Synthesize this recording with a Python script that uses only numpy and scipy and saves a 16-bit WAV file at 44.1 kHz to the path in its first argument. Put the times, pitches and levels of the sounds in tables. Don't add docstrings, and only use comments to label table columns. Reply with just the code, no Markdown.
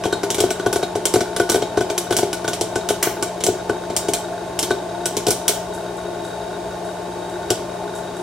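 import sys
import numpy as np
from scipy import signal
from scipy.fft import rfft, irfft
from scipy.io import wavfile
from scipy.ndimage import uniform_filter1d

SR = 44100
rng = np.random.default_rng(int(sys.argv[2]) if len(sys.argv) > 2 else 0)


def store_wav(level_fs):
    pcm = np.round(np.clip(np.atleast_2d(level_fs), -1, 1) * 32767)
    wavfile.write(sys.argv[1], SR, pcm.T.astype(np.int16))


N = 362502
TIME_S = np.arange(N) / SR

# shaft_multiple, rms_db
MOTOR_TONES = [(1, -40), (2, -43), (5, -43), (6, -55), (7, -59), (9, -58.5), (10, -55.5), (18, -66),
               (20, -65), (26, -65), (37, -67), (40, -66), (47, -69), (49, -68), (50, -65)]
# time_s, rate_hz
SHAFT_SPEED = [(0, 181), (1.6, 179.2), (4.6, 177.4), (8.2, 178.7)]
# freq_hz, gain_db
RUSH_SPECTRUM = [(20, -29), (40, -4), (60, 5), (130, 3), (200, 0.5), (290, 5), (560, 5.5), (1000, -5),
                 (1300, -16.5), (1900, -9.5), (4500, -14), (9000, -17.5), (12000, -25.5), (15500, -35)]
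# pitch_hz, nominal_width_hz, gain_db
DUCT_MODES = [(354.1, 20.8, 2), (409, 24.3, 0.5), (649.6, 55, 0), (695.5, 11.9, 1.5), (859, 28.6, -2.5),
              (896.4, 11, -1.5), (1065, 97, -12.5)]
# pitch_hz, gain_db, t60_s
RATTLE_MODES = [(1462, -1, .035), (1528, 0, .035), (3775, -2.5, .055), (4630, -13, .03), (5270, -14, .025),
                (6370, -16, .05)]
# start_s, snap_db, thump_db, knock_db
POP_EVENTS = [(0.0373, -15.5, -26, -22), (0.0528, -17, -11, -32), (0.1251, -15.5, -12.5, -15.5),
              (0.2329, -15, -14.5, -23), (0.303, -7, -23, -35), (0.3443, -11.5, -24, -46),
              (0.382, -12.5, -14.5, -23), (0.403, -4.5, -11.5, -38), (0.4359, -16.5, -7.5, -25),
              (0.505, -11, -21, -21.5), (0.5954, -21.5, -20, -21), (0.6613, -15.5, -9, -14),
              (0.7277, -9, -17.5, -20.5), (0.7575, -13, -12, -21), (0.8274, -17, -14, -22),
              (0.9535, -17.5, -13, -29), (1.0538, -2, -17.5, -24), (1.1384, -7.5, -8.5, -24),
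              (1.1575, -13, -7.5, -19), (1.2062, -12, -16, -20), (1.3633, -10.5, -22, -20),
              (1.398, -12, -8.5, -11), (1.4913, -15, -21, -26), (1.4971, -4, -15.5, -20),
              (1.518, -9, -17, -21), (1.5432, -10.5, -10.5, -20), (1.5564, -14, -10, -22),
              (1.6209, -17.5, -14.5, -29), (1.7727, -16, -8.5, -18), (1.8076, -15.5, -12, -20),
              (1.9, -15, -16.5, -26), (1.9786, -5.5, -24, -37), (2.1067, -13.5, -11, -21),
              (2.1245, -11, -19, -18.5), (2.166, -3.5, -25, -30), (2.1868, -10, -15, -24),
              (2.2284, -17, -10.5, -32), (2.3294, -12, -31, -22.5), (2.4435, -21, -21.5, -21.5),
              (2.478, -9.5, -18, -19), (2.532, -12, -26, -41), (2.6104, -8.5, -14.5, -40),
              (2.7562, -13.5, -13.5, -17.5), (2.8881, -7, -31, -23), (2.903, -12.5, -11, -23),
              (3.029, -3.5, -23, -26), (3.068, -21, -15.5, -23), (3.2249, -9, -19.5, -19),
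              (3.4051, -18.5, -27, -45), (3.4375, -5, -20, -42), (3.465, -6.5, -16, -26),
              (3.4835, -22, -10, -36), (3.694, -20.5, -10.5, -15.5), (3.8994, -23, -20, -48),
              (3.9645, -3.5, -25, -48), (4.0842, -12.5, -13, -33), (4.135, -4, -27, -31),
              (4.59, -5, -26, -32), (4.6279, -8, -21.5, -27), (4.7053, -15.5, -10.5, -13),
              (5.0564, -5.5, -23, -22.5), (5.1677, -9, -14.5, -39), (5.2668, -7, -14, -25),
              (5.2833, -8.5, -11, -30), (5.3057, -2.5, -17.5, -25), (5.4799, 2, -27, -25),
              (5.4915, -7, -20.5, -29), (7.5034, -5.5, -11, -22)]
# freq_hz, gain_db
CRACK_SPECTRUM = [(40, -68), (200, 6.5), (700, 0), (1300, -3), (1900, -12), (2300, 2.5), (2650, -7),
                  (3150, 3.5), (4000, 1.5), (4900, -1), (5600, -3), (6600, 3), (7800, 4), (11000, -2.5),
                  (15500, -13.5)]
# pitch_hz, gain_db, t60_s
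HOOD_MODES = [(2250, -18.5, 0.036), (3110, -3, 0.012), (4760, -9.5, 0.014), (5466, 0, 0.017),
              (5905, 1, 0.016), (7470, -2, 0.01), (8630, -5.5, 0.018), (10920, -4, 0.011)]
# pitch_hz, gain_db, t60_s
CHAMBER_MODES = [(102.6, -13.5, 0.1), (116.1, -21, 0.22), (256, -12, 0.11), (359, -3.5, 0.16),
                 (382, -2.5, 0.11), (411.2, 1.5, 0.14), (459, -6.5, 0.059), (570, -33, 0.04),
                 (658, -7, 0.084), (696.5, -4.5, 0.085), (848, -1, 0.029), (1192, -25, 0.028)]
# pitch_hz, gain_db, t60_s
CUP_MODES = [(1154, 11.5, 0.057), (1450, -33, .03), (1501, 16, 0.047), (1486, 13.5, 0.12),
             (1425, -28, 0.23), (2230, -35, 0.076)]
# start_s, level_db
RIM_HITS = [(.129, -25.5), (.833, -27.5), (1.627, -33.5), (2.81, -38), (4.714, -30.5)]
# pitch_hz, gain_db, t60_s
RIM_MODES = [(3780, 0, .09), (4160, -5, .06)]
# start_s, level_db
HOOD_HITS = [(3.027, -14.5)]
# freq_hz, gain_db
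CLACK_SPECTRUM = [(400, -32), (1200, 1), (2400, -4.5), (4500, -9.5)]
# start_s, level_db
FLAKE_SLIDES = [(4.33, -61), (5.736, -41.5), (5.967, -48), (6.244, -45), (6.849, -48), (7.295, -49),
                (7.951, -41.5), (8.168, -47)]
# freq_hz, gain_db
FLAKE_SPECTRUM = [(800, -25), (4000, -10), (7500, 5.5), (10500, 2), (15000, -18)]
# freq_hz, side_gain_db
SIDE_SPECTRUM = [(25, -15), (60, -34), (200, -37), (380, -15), (700, -6.5), (1300, -8), (3000, -4),
                 (8000, -1), (15000, -1)]
# freq_hz, left_minus_right_db
BALANCE = [(90, 1), (220, 3), (400, 3), (700, 3), (1200, 0), (4000, 0.9), (9000, 0)]


def undb(db):
    return 10 ** (np.asarray(db) / 20)


def unit(x):
    return x / np.sqrt(np.mean(x ** 2))


def colour(x, curve):
    hz, db = np.transpose(curve)
    bins_hz = np.maximum(np.fft.rfftfreq(x.shape[-1], 1 / SR), 1)
    gain = undb(np.interp(np.log(bins_hz), np.log(hz), db))
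    return irfft(rfft(x) * gain, x.shape[-1])


def drift(rate_hz):
    hold = int(SR / rate_hz)
    steps = np.repeat(rng.standard_normal(N // hold + 2), hold)
    return unit(uniform_filter1d(uniform_filter1d(steps, hold), hold)[:N])


def add(track, start_s, sound):
    i = max(int(start_s * SR), 0)
    track[..., i:i + sound.shape[-1]] += sound[..., :N - i]


def fade(t, t60_s):
    return np.exp(-np.log(1000) * t / t60_s)


def burst(shape, energy_s):
    return shape * np.sqrt(energy_s * SR / np.sum(shape ** 2))


def ring(modes, detune, scatter_db):
    hz, db, t60_s = np.transpose(modes)[:, :, None]
    t = TIME_S[:SR // 6]
    shift, share = rng.standard_normal((2, len(modes), 1))
    partials = np.sin(2 * np.pi * hz * (1 + detune * shift) * t)
    return np.sum(undb(db + scatter_db * share) * fade(t, t60_s) * partials, axis=0)


def splinter(spectrum, t60_s, ragged_db):
    t = TIME_S[:SR // 10]
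    knots_s = t[::SR // 1000]
    size_db = ragged_db * np.interp(t, knots_s, rng.standard_normal(len(knots_s)))
    return colour(rng.standard_normal(len(t)) * undb(size_db), spectrum) * fade(t, t60_s)


def stereo(mid, side):
    return mid + np.array([[1], [-1]]) * colour(side, SIDE_SPECTRUM)


def kitchen(x, early_db, tail_db, t60_s, treble_t60_s):
    t = TIME_S[:SR // 2]
    shape = (2, len(t))
    early = rng.standard_normal(shape) * (rng.random(shape) < .03) * fade(t, .057) * (t > .002)
    low = signal.sosfilt(signal.butter(2, 6500, "low", fs=SR, output="sos"), rng.standard_normal(shape))
    top = signal.sosfilt(signal.butter(2, 6500, "high", fs=SR, output="sos"), rng.standard_normal(shape))
    build_up = np.clip((t - .005) / .018, 0, 1)
    tail = (low * fade(t, t60_s) + top * fade(t, treble_t60_s)) * build_up
    responses = (undb(early_db) * burst(echoes, 1 / SR) + undb(tail_db) * burst(diffuse, 1 / SR)
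                 for echoes, diffuse in zip(early, tail))
    mid, side = (signal.fftconvolve(x, response)[:N] for response in responses)
    return stereo(x + mid, undb(-1) * side)


def motor(mains_hz=119, mains_rms_db=-47.5):
    shaft_hz = np.interp(TIME_S, *np.transpose(SHAFT_SPEED)) * (1 + .0008 * drift(5))
    turns = np.cumsum(shaft_hz) / SR
    hum = undb(mains_rms_db) * np.sin(2 * np.pi * mains_hz * TIME_S)
    for multiple, db in MOTOR_TONES:
        flutter_db = min(multiple / 3, 1) * drift(12)
        hum += undb(db + flutter_db) * np.sin(2 * np.pi * (multiple * turns + rng.random()))
    return np.sqrt(2) * hum


def airflow(rush_db=-36, duct_db=-29.5):
    bins_hz = np.fft.rfftfreq(N, 1 / SR)
    rush = unit(colour(rng.standard_normal((2, N)), RUSH_SPECTRUM)) * undb(.069 * drift(17))
    turbulence = rfft(rng.standard_normal((2, N)))
    duct = np.zeros((2, N))
    for hz, width_hz, db in DUCT_MODES:
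        offset = (bins_hz - hz) / (.8 * width_hz)
        duct += undb(db + .5 * drift(12)) * irfft(turbulence / (1 + 1j * offset) ** 2, N)
    return stereo(*(undb(rush_db) * rush + undb(duct_db) * unit(duct)))


def kernel_rattle(level_db=-43, strikes_per_s=240, spread_db=2):
    strikes = (rng.random(N) < strikes_per_s / SR) * rng.standard_normal(N)
    strikes *= undb(spread_db * np.minimum(rng.exponential(size=N), 2))
    rattle = signal.fftconvolve(strikes, ring(RATTLE_MODES, detune=0, scatter_db=0))[:N]
    return kitchen(undb(level_db) * unit(rattle), early_db=-13, tail_db=-10, t60_s=.33, treble_t60_s=.27)


def hull_cracks(trim_db=-11.5, usual_snap_db=-8.5, usual_steam_db=-25.5, scatter_db=1.87,
                snap_delay_s=.00065, steam_delay_s=.0035, spot_count=5):
    spots = np.zeros((spot_count, N))
    scattered = np.zeros(N)
    hz, crack_db = np.transpose(CRACK_SPECTRUM)
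    octaves = np.log2(np.maximum(hz, 1500) / hz[-1])
    for k, (start_s, snap_db, _, _) in enumerate(POP_EVENTS):
        force_db = snap_db - usual_snap_db
        hull_db = crack_db + scatter_db * rng.standard_normal(len(hz))
        tilt_db = min(force_db, 5.5) * octaves
        snap_spectrum = np.column_stack([hz, hull_db + 1.05 * tilt_db])
        steam_spectrum = np.column_stack([hz, hull_db + .38 * tilt_db])
        snap_gain, steam_gain = undb(snap_db + trim_db), undb(usual_steam_db + .68 * force_db)
        spot = spots[k % spot_count]
        for track in (spot, scattered):
            snap = splinter(snap_spectrum, t60_s=.013, ragged_db=1.5)
            steam = splinter(steam_spectrum, t60_s=.09, ragged_db=3)
            add(track, start_s + snap_delay_s, snap_gain * burst(snap, .003))
            add(track, start_s + steam_delay_s, steam_gain * burst(steam, .018))
        hood = ring(HOOD_MODES, detune=.012, scatter_db=1.8)
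        add(spot, start_s + snap_delay_s, snap_gain * burst(hood, .003))
    echoing = sum(kitchen(spot, early_db=-6.5, tail_db=-9, t60_s=.42, treble_t60_s=.29) for spot in spots)
    left, right = echoing + stereo(0, undb(-5) * scattered)
    return np.array([np.roll(left, 1), right])


def pop_thumps(thump_trim_db=1, knock_trim_db=-3.5, swell_s=.004,
               thump_delay_s=.0011, knock_delay_s=.002934):
    out = np.zeros(N)
    swell = np.minimum(TIME_S[:SR // 6] / swell_s, 1)
    for start_s, _, thump_db, knock_db in POP_EVENTS:
        thump = ring(CHAMBER_MODES, detune=.015, scatter_db=2.2) * swell
        knock = ring(CUP_MODES, detune=.007, scatter_db=4)
        add(out, start_s + thump_delay_s, undb(thump_db + thump_trim_db) * burst(thump, .007))
        add(out, start_s + knock_delay_s, undb(knock_db + knock_trim_db) * burst(knock, .006))
    return out


def trimmed_room(x, low_cut_hz=58):
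    passed = signal.sosfilt(signal.butter(3, low_cut_hz, "high", fs=SR, output="sos"), x)
    return kitchen(passed, early_db=-18, tail_db=-14, t60_s=.36, treble_t60_s=.25)


def rim_pings():
    out = np.zeros(N)
    for start_s, db in RIM_HITS:
        add(out, start_s, undb(db) * burst(ring(RIM_MODES, detune=.002, scatter_db=2), .012))
    return out


def hood_clack():
    out = np.zeros(N)
    for start_s, db in HOOD_HITS:
        add(out, start_s, undb(db) * burst(splinter(CLACK_SPECTRUM, t60_s=.07, ragged_db=2), .007))
    return kitchen(out, early_db=-9, tail_db=-3, t60_s=.36, treble_t60_s=.28)


def flake_rustle():
    out = np.zeros(N)
    for start_s, db in FLAKE_SLIDES:
        add(out, start_s, undb(db) * burst(splinter(FLAKE_SPECTRUM, t60_s=.2, ragged_db=5), .03))
    return kitchen(out, early_db=-9, tail_db=-5, t60_s=.33, treble_t60_s=.27)


def scene():
    popping = hull_cracks() + trimmed_room(pop_thumps() + rim_pings())
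    left, right = popping + hood_clack() + kernel_rattle() + flake_rustle() + motor() + airflow()
    hz, db = np.transpose(BALANCE)
    return np.array([colour(left, np.column_stack([hz, db / 2])),
                     colour(right, np.column_stack([hz, -db / 2]))])


def record(dry):
    ceiling, cutoff_hz = .8, 15900
    rounded = dry / (1 + (dry / ceiling) ** 6) ** (1 / 6)
    return signal.sosfilt(signal.ellip(10, .2, 90, cutoff_hz, fs=SR, output="sos"), rounded)


dry = scene()
out = record(dry)
store_wav(out)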